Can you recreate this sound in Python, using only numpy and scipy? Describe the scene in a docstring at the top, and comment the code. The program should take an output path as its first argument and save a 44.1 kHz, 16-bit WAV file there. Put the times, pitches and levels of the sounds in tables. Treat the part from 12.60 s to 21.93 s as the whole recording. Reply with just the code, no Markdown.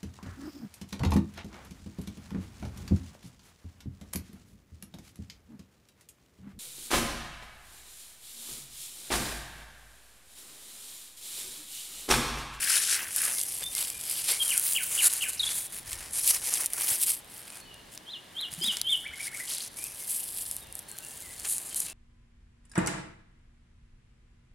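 """Gloved hands on soil-crusted metal in a wood

Rubbing is dense fracture noise in four bands that follow each stroke; single grains snap as filtered bursts.
Slips sound the hollow casting, and damped sines thud softly and bump low. A thrush sings repeated phrases of
gliding pure tones, with tree echoes and fainter birds far off. Under them lies a hush of partly coherent noise
over a slowly swelling rumble."""
import sys
import numpy as np
from scipy import signal
from scipy.fft import rfft, irfft
from scipy.io import wavfile
from scipy.ndimage import uniform_filter1d

SR = 44100
rng = np.random.default_rng(int(sys.argv[2]) if len(sys.argv) > 2 else 0)


def output_pcm(signal):
    """Save a mono or channel-first signal as 16-bit PCM at the path in sys.argv[1].

    Samples are clipped to [-1, 1] before scaling.
    """
    pcm = np.clip(np.atleast_2d(signal).T, -1, 1) * 32767
    wavfile.write(sys.argv[1], SR, np.round(pcm).astype(np.int16))


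N = 411453
TIME = np.arange(N) / SR


def amp(db):
    """Decibel law: 20 dB is a factor of ten in amplitude."""
    return 10 ** (np.asarray(db) / 20)


def evened(x):
    """Normalization to unit root-mean-square level."""
    return x / np.sqrt(np.mean(x ** 2) + 1e-20)


def steadied(x, size=1500):
    """Short-time normalization: the running power is made unity, the finer grain stays."""
    power = uniform_filter1d(uniform_filter1d(x ** 2, size), size)
    return x / np.sqrt(abs(power) + 1e-12)


def read(points, hz):
    """Interpolation of a spectrum on a logarithmic frequency axis."""
    f, value = np.transpose(points)
    return np.interp(np.log(hz + 1), np.log(f + 1), value)


def follow(rows):
    """Linear interpolation of a curve's columns at every sample."""
    times, *columns = np.transpose(rows)
    return [np.interp(TIME, times, column) for column in columns]


def add(mix, start_s, sound):
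    """Superposition: a sound is summed into the mix from its start time."""
    part = mix[max(round(start_s * SR), 0):][:len(sound)]
    part += sound[:len(part)]


def colour(x, spectrum, size=2048):
    """Minimum-phase filtering: a causal response leaves clicks their sharp front."""
    hz = abs(np.fft.fftfreq(size, 1 / SR))
    log_gain = np.log(amp(read(spectrum, hz)) + 1e-5)
    # the Hilbert transform of the log gain gives the minimum phase
    taps = np.fft.ifft(np.exp(np.conj(signal.hilbert(log_gain)))).real
    return signal.oaconvolve(x, taps[:size // 2])[:len(x)]


def below(x, hz, order=4):
    """Zero-phase low-pass filtering, run forwards and backwards."""
    sections = signal.butter(order, min(hz, SR / 2 - 1), fs=SR, output="sos")
    return signal.sosfiltfilt(sections, x)


def wander(hz):
    """Low-passed noise: a slow random fluctuation with a spread of 1."""
    smoothing = 1 + (np.fft.rfftfreq(N, 1 / SR) / hz) ** 2
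    return evened(irfft(rfft(rng.standard_normal(N)) / smoothing, N))


def swells(rows):
    """Power summation of bell-shaped strokes that speed up and slow down again."""
    edge_db = -21  # level of a bell one rise before its peak and one fall after, relative to the peak
    coarse_time, power = TIME[::32], 0
    for peak_s, rise_s, fall_s, db in rows:
        away = (coarse_time - peak_s) / np.where(coarse_time < peak_s, rise_s, fall_s)
        power = power + amp(db + edge_db * away ** 2) ** 2
    return np.interp(TIME, coarse_time, np.sqrt(power))


def crackle(per_s, spread_db, clump_db, clump_hz, ring_s, shift_hz=25, count=32):
    """Random fracture impulses in clumps: most small, few large; one contact spot rings alike."""
    size_db = spread_db * np.minimum(rng.exponential(1, N), 5) + clump_db * wander(clump_hz)
    happens = rng.random(N) < per_s / SR
    clicks = amp(size_db) * happens * rng.choice([-1, 1], N)
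    # the contact spot drifts steadily and jumps about at random
    spot = np.round(2 * wander(shift_hz) + rng.standard_normal(N) + 10 * TIME) % count
    t = TIME[:200]
    rings = rng.standard_normal((count, len(t))) * np.exp(-t / ring_s)
    sound = np.zeros(N)
    for k, ring in enumerate(rings):
        sound += signal.oaconvolve(clicks * (spot == k), evened(ring))[:N]
    return sound


# Difference between the ports, before the source's own width is added: (frequency [Hz], level [dB])
PORT_WIDTH = [(110, -22), (380, -11), (700, -8), (1300, -12), (2400, -17), (4300, -22), (6000, -19),
              (8100, -12), (10000, -20), (15000, -28)]
# Left-over-right balance of the ports: (frequency [Hz], balance [dB])
PORT_BALANCE = [(400, 0), (1300, 1.3), (2700, .3), (5000, .5), (7500, 1.6), (10000, .6), (15000, 0)]


def ports(x, width_db, size=200):
    """Spatial decorrelation: two close microphone ports hear slightly different colours of one sound."""
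    hz, spectrum = np.fft.rfftfreq(N, 1 / SR), rfft(x)
    scatter = np.exp(1j * np.angle(rfft(rng.standard_normal(size), N)))
    side = 1j * spectrum * scatter * amp(read(PORT_WIDTH, hz) + width_db)
    balance = amp(read(PORT_BALANCE, hz) / 2)
    return irfft(np.array([spectrum * balance + side, spectrum / balance - side]), N)


# Spectrum of air in the trees: (frequency [Hz], relative level [dB])
HUSH_SPECTRUM = [(12, -26), (20, 1.5), (107, 3), (459, -2), (780, -1), (1480, -7.5), (1660, -2.5),
                 (2530, -8.5), (2990, -5), (3840, -7), (5530, -12.5), (7730, -14.5), (9140, -11.5),
                 (14700, -22), (16000, -23)]
# Left-right coherence of that air: (frequency [Hz], coherence [0-1])
HUSH_COHERENCE = [(30, .99), (70, .975), (130, .92), (290, .65), (640, .3), (1400, .3), (3100, .8),
                  (6800, .5), (15000, .4)]
# Low rumble, before its quicker swell: (time [s], level [dB])
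RUMBLE_LEVEL = [(0, -67), (2.3, -63), (3.3, -58.5), (4.3, -64), (5.6, -68), (6.9, -64.5), (7.8, -63.5),
                (8.7, -62.5), (9.33, -64)]


def hush():
    """Diffuse-field coherence: air in distant trees, over a rumble that swells and sinks."""
    air_db = -56  # level of the air below 1330 Hz, bass included
    swell_db, swell_hz = 2.5, 2.2  # random swell of the rumble
    hz = np.fft.rfftfreq(N, 1 / SR)
    left, other = rfft(rng.standard_normal((2, N)))
    same = np.clip(read(HUSH_COHERENCE, hz), 0, 1)
    right = same * left + np.sqrt(1 - same ** 2) * other
    air = irfft(np.array([left, right]) * amp(read(HUSH_SPECTRUM, hz)), N)
    air *= amp(air_db) / below(air, 1330).std()
    # the bass is lifted out and given the level of the rumble
    bass = below(air, 112)
    rumble_db, = follow(RUMBLE_LEVEL)
    return air - bass + evened(bass) * amp(rumble_db + swell_db * wander(swell_hz))


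def whistles(rows):
    """Frequency modulation: pure notes, level or gently sliding, that swell and fade."""
    out = np.zeros(N)
    for start_s, length_s, start_hz, end_hz, db in rows:
        pitch = np.linspace(start_hz, end_hz, round(length_s * SR))
        tone = np.sin(2 * np.pi * np.cumsum(pitch) / SR)
        add(out, start_s, amp(db) * tone * signal.windows.tukey(len(pitch), .6))
    return out


def syllable(shape, stretch, size=90):
    """Phase integration of a gliding pitch; the sweep is stretched about its opening pitch."""
    offset_s, hz, db = np.transpose(shape)
    t = np.arange(offset_s[0], offset_s[-1], 1 / SR)
    pitch = uniform_filter1d(np.interp(t, offset_s, hz[0] + stretch * (hz - hz[0])), size)
    tone = np.sin(2 * np.pi * np.cumsum(pitch) / SR)
    return amp(np.interp(t, offset_s, db)) * tone * signal.windows.tukey(len(t), .08)


def phrases(pairs):
    """Superposition in time: each syllable shape is sung at the times of its phrase."""
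    song = np.zeros(N)
    for shape, phrase in pairs:
        for anchor_s, db, stretch in phrase:
            add(song, anchor_s + shape[0][0], amp(db) * syllable(shape, stretch))
    return song


def trees(x, delay_s, t60):
    """Multiple scattering by trunks: sparse random echoes with exponential decay."""
    t = TIME[:SR]
    arrives = (rng.random(SR) < 1500 / SR) * (t > delay_s)
    taps = rng.standard_normal(SR) * arrives * amp(-60 * t / t60)
    return signal.fftconvolve(x, taps / np.linalg.norm(taps))[:N]


# Syllables of the thrush: (time from anchor [s], pitch before stretching [Hz], relative level [dB])
TUMBLE_SHAPE = [(-.013, 3450, -20), (-.0095, 3000, -4), (-.006, 2650, -8), (-.003, 2700, -35),
                (-.001, 3550, -13), (.003, 3000, -1), (.007, 2720, -4), (.009, 3150, -4), (.013, 2800, 0),
                (.02, 2450, -5), (.033, 1750, -20), (.046, 1500, -21), (.068, 1400, -25)]
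WHIP_SHAPE = [(-.032, 3000, -28), (-.024, 5400, -17), (-.018, 6400, -22), (-.011, 5000, -17),
              (-.005, 3950, -1), (.001, 3650, 0), (.008, 3780, -1), (.014, 4400, -22)]
SCOOP_SHAPE = [(-.013, 3950, -18), (-.005, 3400, -3), (.002, 3270, 0), (.007, 3480, -2), (.013, 4200, -20)]
ARCH_SHAPE = [(-.075, 3050, -32), (-.05, 3100, -11), (-.032, 3250, -4), (-.018, 3570, -4),
              (-.007, 3920, -5), (.001, 4000, -5), (.01, 3830, -4), (.023, 3300, 0), (.037, 2970, -1),
              (.048, 2850, -4), (.058, 2820, -18)]
RISE_SHAPE = [(-.034, 1300, -24), (-.02, 1700, -15), (-.008, 2200, -8), (-.001, 2350, 0), (.009, 2330, -10)]
FLICK_SHAPE = [(-.007, 2600, -14), (-.003, 3400, -1), (0, 4200, 0), (.005, 5300, -9)]
# Its phrases, levels before flutter and mixing: (anchor time [s], level [dB], stretch of pitch sweep [ratio])
TUMBLE_PHRASE = [(1.904, -25, 1), (2.161, -22.5, 0.98), (2.388, -23.5, 1), (2.62, -25, 0.97)]
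WHIP_PHRASE = [(2.803, -22.5, 0.99)]
SCOOP_PHRASE = [(2.837, -24.5, 1), (2.873, -27.5, .88)]
ARCH_PHRASE = [(5.52, -36, 1.15), (5.811, -29.5, 1.13), (6.067, -24, .88), (6.306, -21.5, .6)]
RISE_PHRASE = [(6.467, -29.5, 0.96), (6.541, -31, 0.83), (6.608, -29, 0.97), (6.68, -31, 0.84),
               (6.749, -29.5, 0.88), (6.81, -30.5, 0.7)]
FLICK_PHRASE = [(6.881, -34, 1), (6.91, -33, 1), (6.941, -34, 1), (6.973, -34, 1), (7.007, -37, 1)]
# Whistles close by and deep in the wood, levels before flutter and mixing:
# (start time [s], length [s], start pitch [Hz], end pitch [Hz], level [dB])
NEAR_WHISTLES = [(1.019, .076, 3520, 3620, -35.5), (1.722, .03, 2050, 2450, -38),
                 (1.795, .042, 3260, 3170, -23), (6.014, .026, 4970, 4960, -33),
                 (6.043, .02, 4980, 4950, -34)]
DEEP_WHISTLES = [(.75, 0.053, 2200, 2050, -47), (1.14, .038, 2090, 2140, -44),
                 (1.28, 0.12, 2330, 2490, -52), (3.2, .2, 1685, 1915, -57), (4.86, 0.11, 2560, 2470, -54.5),
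                 (5.0, 0.047, 4380, 4300, -51.5), (5.03, 0.15, 3080, 2750, -50),
                 (6.07, .04, 2210, 2170, -48), (6.29, 0.031, 2280, 2160, -46),
                 (7.15, 0.14, 2150, 2750, -49.5), (7.38, .07, 2250, 2040, -55.5),
                 (8.0, 0.066, 3780, 3630, -52), (8.05, 0.046, 2850, 2680, -55),
                 (8.26, 0.11, 4420, 4150, -54), (8.29, 0.102, 1630, 1483, -56), (8.4, .17, 1610, 1880, -59),
                 (8.42, 0.037, 2740, 2800, -48.5), (8.61, 0.095, 2180, 1890, -53),
                 (8.78, 0.033, 4400, 4300, -48), (9.115, .02, 3030, 3200, -44),
                 (9.24, 0.11, 2660, 2720, -50.5)]


def birds():
    """Direct-to-reverberant ratio: loud phrases are mostly direct; soft and far notes hold more echo."""
    loud_song = [(TUMBLE_SHAPE, TUMBLE_PHRASE), (WHIP_SHAPE, WHIP_PHRASE),
                 (SCOOP_SHAPE, SCOOP_PHRASE), (ARCH_SHAPE, ARCH_PHRASE)]
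    soft_song = [(RISE_SHAPE, RISE_PHRASE), (FLICK_SHAPE, FLICK_PHRASE)]
    # each group's level flutters at random
    loud = (whistles(NEAR_WHISTLES) + phrases(loud_song)) * amp(2.4 * wander(150))
    soft = phrases(soft_song) * amp(3.5 * wander(260))
    far = whistles(DEEP_WHISTLES) * amp(2.7 * wander(120))
    # low notes spread wider from the beak and so return more echo
    spread = loud + amp(5) * below(loud, 2400) + amp(1) * soft
    early_echo = amp(-9) * trees(spread, delay_s=.007, t60=.18)
    late_echo = amp(-15) * trees(spread, delay_s=.03, t60=.8)
    distant = amp(-3) * far + amp(-2.5) * trees(far, delay_s=.004, t60=.55)
    return loud + amp(-3) * soft + early_echo + late_echo + distant


# Low knocks and soft bumps, levels before the onset and decay shape them: # (start time [s], level [dB],
# frequency [Hz], decay time constant [s])
LOW_THUDS = [(3.329, -48, 69, 0.03), (3.6, -56, 45, .04), (4.315, -35.5, 124, 0.007),
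             (5.925, -33, 140, 0.0045), (5.979, -36.5, 167, .024), (6.011, -37.5, 352, 0.011),
             (6.043, -33, 219, 0.0058), (6.077, -35.5, 210, 0.013), (6.494, -47, 70, 0.028),
             (8.67, -51, 75, .03), (8.81, -49, 55, .025)]


def thuds(rise_s=0.002):
    """Damped oscillation: low knocks of metal and hand on earth, and softer low bumps."""
    out, t = np.zeros(N), TIME[:9000]
    for start_s, db, hz, decay_s in LOW_THUDS:
        envelope = np.exp(-t / decay_s) * (1 - np.exp(-t / rise_s))
        add(out, start_s, amp(db) * np.sin(2 * np.pi * hz * t) * envelope)
    return out


# Colour of the hollow casting: (frequency [Hz], relative gain [dB])
CASTING_COLOUR = [(700, -32), (1150, -8), (1400, 0), (1650, 6.5), (2150, 0), (2650, 1.5), (3300, -5),
                  (4500, -22), (7000, -11.5)]
# A finger drags over the casting: (time of greatest speed [s], rise [s], fall [s], level [dB])
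CASTING_DRAGS = [(.13, 0.23, 0.16, -33), (.33, 0.091, 0.22, -34.5), (.63, 0.11, 0.15, -38)]


def dragging():
    """Stick-slip excitation: dense slips of the glove sound the hollow of the casting."""
    slips = crackle(6000, spread_db=1.5, clump_db=3, clump_hz=90, ring_s=0.00026)
    return steadied(colour(slips, CASTING_COLOUR)) * swells(CASTING_DRAGS)


def stray_snaps(rasp):
    """Random-arrival process: snaps at chance moments whose energy follows the rubbing, up to a limit."""
    per_s, limit_db = 14, -11  # mean rate and greatest energy
    over_rasp_db, low_db, spread_db = 17.5, 3, 2.5  # mean energy over the rasp, mean low boost, spread of both
    at = np.flatnonzero(rng.random(N) < per_s / SR)
    size, low = rng.standard_normal((len(at), 2)).T
    db = np.minimum(20 * np.log10(rasp[at]) + over_rasp_db + spread_db * size, limit_db)
    return list(zip(TIME[at], db, low_db + spread_db * low))


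# Colour of a snapping grain: (frequency [Hz], relative gain [dB])
SNAP_COLOUR = [(300, -60), (1200, -26.5), (2500, -11), (5000, -0.5), (7500, 11), (9800, 16.5), (12500, 9),
               (16000, -4)]
# Grains that snap at set moments, beside the stray ones: (onset time [s], energy [dB], boost of the click below
# 5.2 kHz [dB])
SET_SNAPS = [(0.1998, -14, 7), (0.5614, 0, -10), (0.617, -2, 14), (0.7842, -6.5, 21), (0.7997, -5.0, 5),
             (0.813, -3, 4.0), (0.8291, -11, 4.0), (0.834, -5, 11), (1.0381, -9.5, -9),
             (1.1503, -4, 11.0), (1.2798, -14, 9.0), (1.3007, -7, 12), (1.4966, -4.5, 2),
             (1.904, -1.5, -5.0), (1.977, 5, 1), (1.996, 0, -4.0), (2.1332, -2, -5.0), (2.4724, -7, 5),
             (2.5052, -14, 7), (2.5356, -0.5, -13), (2.6233, -11, 1), (2.8005, -15, 4.0),
             (3.0656, -16, -2), (3.3097, -16, 7), (3.3298, -7, 17.5), (3.6754, 4, 0), (3.7074, 0, 20),
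             (3.9384, 2, -2), (4.0594, 1, 1.0), (4.0651, -7.0, 6), (4.1333, -1, 7), (4.3865, -11, 1.0),
             (4.4337, 0, -4), (4.5174, -4, -5.0), (5.1417, -24, 21), (5.3755, -15.5, 25),
             (5.8115, -16.0, 1), (5.9375, -11.5, 6), (6.169, -5.5, 22), (6.2141, 0.0, 17),
             (6.9823, -9, 13), (7.0477, -17, 3.0), (7.2399, -7, -10), (7.9118, -4.5, 2),
             (7.9652, -7.5, 0.0), (8.1249, -15.5, 2.0), (8.1527, -10, -5.0), (8.1907, -12.5, -7),
             (8.3145, -14.5, -5), (8.3855, -11.5, 7), (8.4479, -16.5, 5.5), (8.4847, -16.5, -3.0),
             (8.6035, -18.5, -5.0), (8.7974, -14, 7), (8.9811, -6, 9), (9.1445, -8.5, 19),
             (9.2021, -2.0, -5.0)]


def snaps(rows, crumble_s=0.002, crumble_db=-17, front_s=.001):
    """Brittle fracture: a grain cracks, breaks with a sharp tick and sheds a few ms of crumbs."""
    out, t = np.zeros(N), TIME[:900] - front_s
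    fracture = np.exp(-abs(t) / .00035) * (t >= 0)
    burst = fracture + amp(crumble_db) * np.exp(-abs(t) / crumble_s)
    for onset_s, db, low_db in rows:
        tick = colour(rng.choice([-1, 1], len(t)) * burst, SNAP_COLOUR)
        low = below(tick, 5200)
        tick = tick - low + amp(low_db) * low
        add(out, onset_s, amp(db) * tick / np.linalg.norm(tick))
    return out


# Strokes of the glove over crusted metal, soil and grass:
# (time of greatest speed [s], rise [s], fall [s], sandy rasp [dB],
#  then relative to the rasp: dull clods [dB], coarse grit [dB], fine dust [dB])
GLOVE_STROKES = [(0.045, 0.16, 0.023, -32.5, -22, -6, -13), (0.145, 0.12, 0.13, -25, -21.5, -4.0, -31),
                 (0.307, 0.11, 0.11, -30.5, -22, -0.5, -24), (0.43, 0.13, 0.04, -44, -2, -1, -8),
                 (0.582, 0.064, 0.19, -31.5, -22.5, -8.5, -21), (0.69, 0.08, 0.074, -40.5, -6, -14, -11.0),
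                 (0.737, 0.5, 0.63, -35, -23.0, -9, -16), (1.022, 0.026, 0.029, -42.0, -3, 2, -8),
                 (1.189, 0.075, 0.16, -33.5, -16.5, -4.0, -9.0),
                 (1.626, 0.39, 0.25, -34.5, -20.0, -5.0, -13), (1.7, 0.036, 0.087, -28.5, -13.5, -2.5, -13),
                 (1.849, 0.084, 0.68, -31.0, -21, -11.5, -17),
                 (2.059, 0.069, 0.36, -32.0, -22.5, -9.5, -0.5), (2.327, 0.032, 0.67, -33, -17, -7.5, -11),
                 (2.476, 0.1, 0.015, -22.5, -21.5, -11.5, -10.0),
                 (2.627, 0.018, 0.096, -39.5, -19, -15, -7), (2.69, 0.01, 0.025, -32.5, -20, -18.5, -10),
                 (2.908, 0.13, 0.036, -34, -13.0, -4.5, -24),
                 (2.969, 0.054, 0.12, -30.5, -19.5, -11.5, -7.0),
                 (3.146, 0.048, 0.1, -40.5, -15, -9.5, -8.0), (3.33, 0.11, 0.06, -42, -10, -4.5, -9.0),
                 (3.443, 0.13, 0.13, -45.5, -5, -3, -11.0), (3.592, 0.099, 0.022, -29, -20.5, -12, -22),
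                 (3.708, 0.14, 0.021, -23.5, -29, -8.5, -13), (3.748, 0.17, 0.056, -31, -13.5, -5.5, -10),
                 (3.952, 0.2, 0.091, -31, -14.5, -6.5, -16), (4.016, 0.045, 0.076, -31.5, -11.5, -8.5, -9),
                 (4.144, 0.062, 0.32, -37.5, -10.5, -9.5, -8.0),
                 (4.323, 0.15, 0.09, -28.0, -17, -8.5, -8.0), (4.43, 0.05, 0.03, -26, -25.0, -10.5, -6.0),
                 (4.482, 0.035, 0.1, -25.5, -24.5, -10.0, -14),
                 (4.77, 0.14, 0.084, -47.5, -18.0, -10, -9.0), (4.96, 0.3, 0.08, -49.5, -7.5, -5.0, -12),
                 (5.339, 0.044, 0.032, -53.5, -26, -4, -8.0), (5.824, 0.13, 0.2, -55.5, 2, -9, -6),
                 (5.927, 0.022, 0.05, -43, -14, -4, -4), (6.076, 0.14, 0.033, -36.5, -13.0, -5, -6),
                 (6.149, 0.08, 0.075, -39.5, -7, -2.5, -8.0), (6.356, 0.15, 0.14, -44.5, -26.0, -13, -13),
                 (6.674, 0.13, 0.025, -37.0, -22, -5, -16), (6.773, 0.08, 0.23, -40.5, -20.0, -8.5, -15),
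                 (6.927, 0.07, 0.05, -36.5, -20, -4.5, -16), (7.074, 0.23, 0.017, -40, -20, -2.5, -14),
                 (7.18, 0.025, 0.036, -40, -18, -11, -15), (7.272, 0.19, 0.12, -40.5, -22, -9, -20),
                 (7.41, 0.14, 0.12, -42, -26, -10, -11), (7.525, 0.091, 0.16, -31, -32, -14.5, -13),
                 (7.784, 0.49, 0.3, -39.5, -38, -11.5, -13), (8.195, 0.082, 0.056, -45.5, -26, -15, -18),
                 (8.291, 0.012, 0.077, -44.5, -29, -17, -13), (8.555, 0.36, 0.46, -48.5, -23.0, -7, -6.0),
                 (8.753, 0.11, 0.47, -47.0, -18, -5.5, -14.0), (8.858, 0.023, 0.028, -44.5, -2, 4.5, -12.0),
                 (8.917, 0.079, 0.091, -28.5, -31, -16, -16), (9.085, 0.21, 0.034, -40.5, -17.5, -17, -12),
                 (9.166, 0.013, 0.11, -30, -32, -25, -16), (9.228, 0.28, 0.15, -44, -16, -3, -13)]


def stroke_levels():
    """Common modulation: rasp, clods, coarse grit and dust share each stroke's bell."""
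    rest = amp(-75.5)  # added to every level, so the hand is never quite silent
    rows = np.array(GLOVE_STROKES)
    timing, rasp_db = rows[:, :3], rows[:, 3]
    rasp = swells(np.c_[timing, rasp_db]) + rest
    others = [swells(np.c_[timing, rasp_db + db]) + rest for db in rows[:, 4:].T]
    return [rasp] + others


# Colour of crackling grit: (frequency [Hz], relative gain [dB])
GRIT_COLOUR = [(180, -50.5), (300, -20), (385, -21), (519, -19), (915, -16.5), (1340, -14.5), (2140, -11),
               (3520, -12), (4750, -8), (6520, -3.5), (9240, 10), (10400, 10), (12700, 5), (15000, 1.5),
               (16000, 1)]


def rubbing(rasp, clods, coarse, dust):
    """Granular friction: soil grinds under the glove, and a brisker stroke breaks more grains a second."""
    grains_per_s, at_db, steepness = 7200, -39, .75  # rate at a rasp of at_db, and exponent of its growth
    stick_db, stick_hz = 1.89, 15  # the glove catches and slips within a stroke
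    per_s = grains_per_s * (rasp / amp(at_db)) ** steepness
    fractures = crackle(per_s, spread_db=3.5, clump_db=1.5, clump_hz=100, ring_s=0.00034)
    grit = colour(fractures, GRIT_COLOUR)
    # clods sound lowest, then coarse grit, sand and dust
    low, mid, high = below(grit, 2490), below(grit, 5930, order=3), below(grit, 12740, order=8)
    sound = steadied(low) * clods
    sound += steadied(mid - low) * coarse
    sound += steadied(high - mid) * rasp
    sound += steadied(grit - high) * dust
    return sound * evened(amp(stick_db * wander(stick_hz)))


# Where the hands are: (time [s], extra left-over-right balance [dB])
HAND_BALANCE = [(0, 2.5), (.2, 3), (.45, 0), (6.2, -.2), (6.7, .1)]


def scene():
    """Superposition: hands near the microphone, birds almost central, and the hush all round."""
    balance_db, = follow(HAND_BALANCE)
    rasp, clods, coarse, dust = stroke_levels()
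    grains = snaps(list(SET_SNAPS) + stray_snaps(rasp))
    soil = rubbing(rasp, clods, coarse, dust) + grains
    hands = ports(soil + dragging() + thuds(), width_db=-5.0)
    hands = hands * amp([balance_db / 2, -balance_db / 2])
    return hands + ports(birds(), width_db=-66) + hush()


def record(dry):
    """Band limiting: a linear-phase low-pass removes the highest treble."""
    edge_hz = 16050
    taps = signal.firwin(511, edge_hz, window=("kaiser", 9), fs=SR)
    return signal.oaconvolve(dry, taps[None], "same")


dry = scene()
out = record(dry)
output_pcm(out)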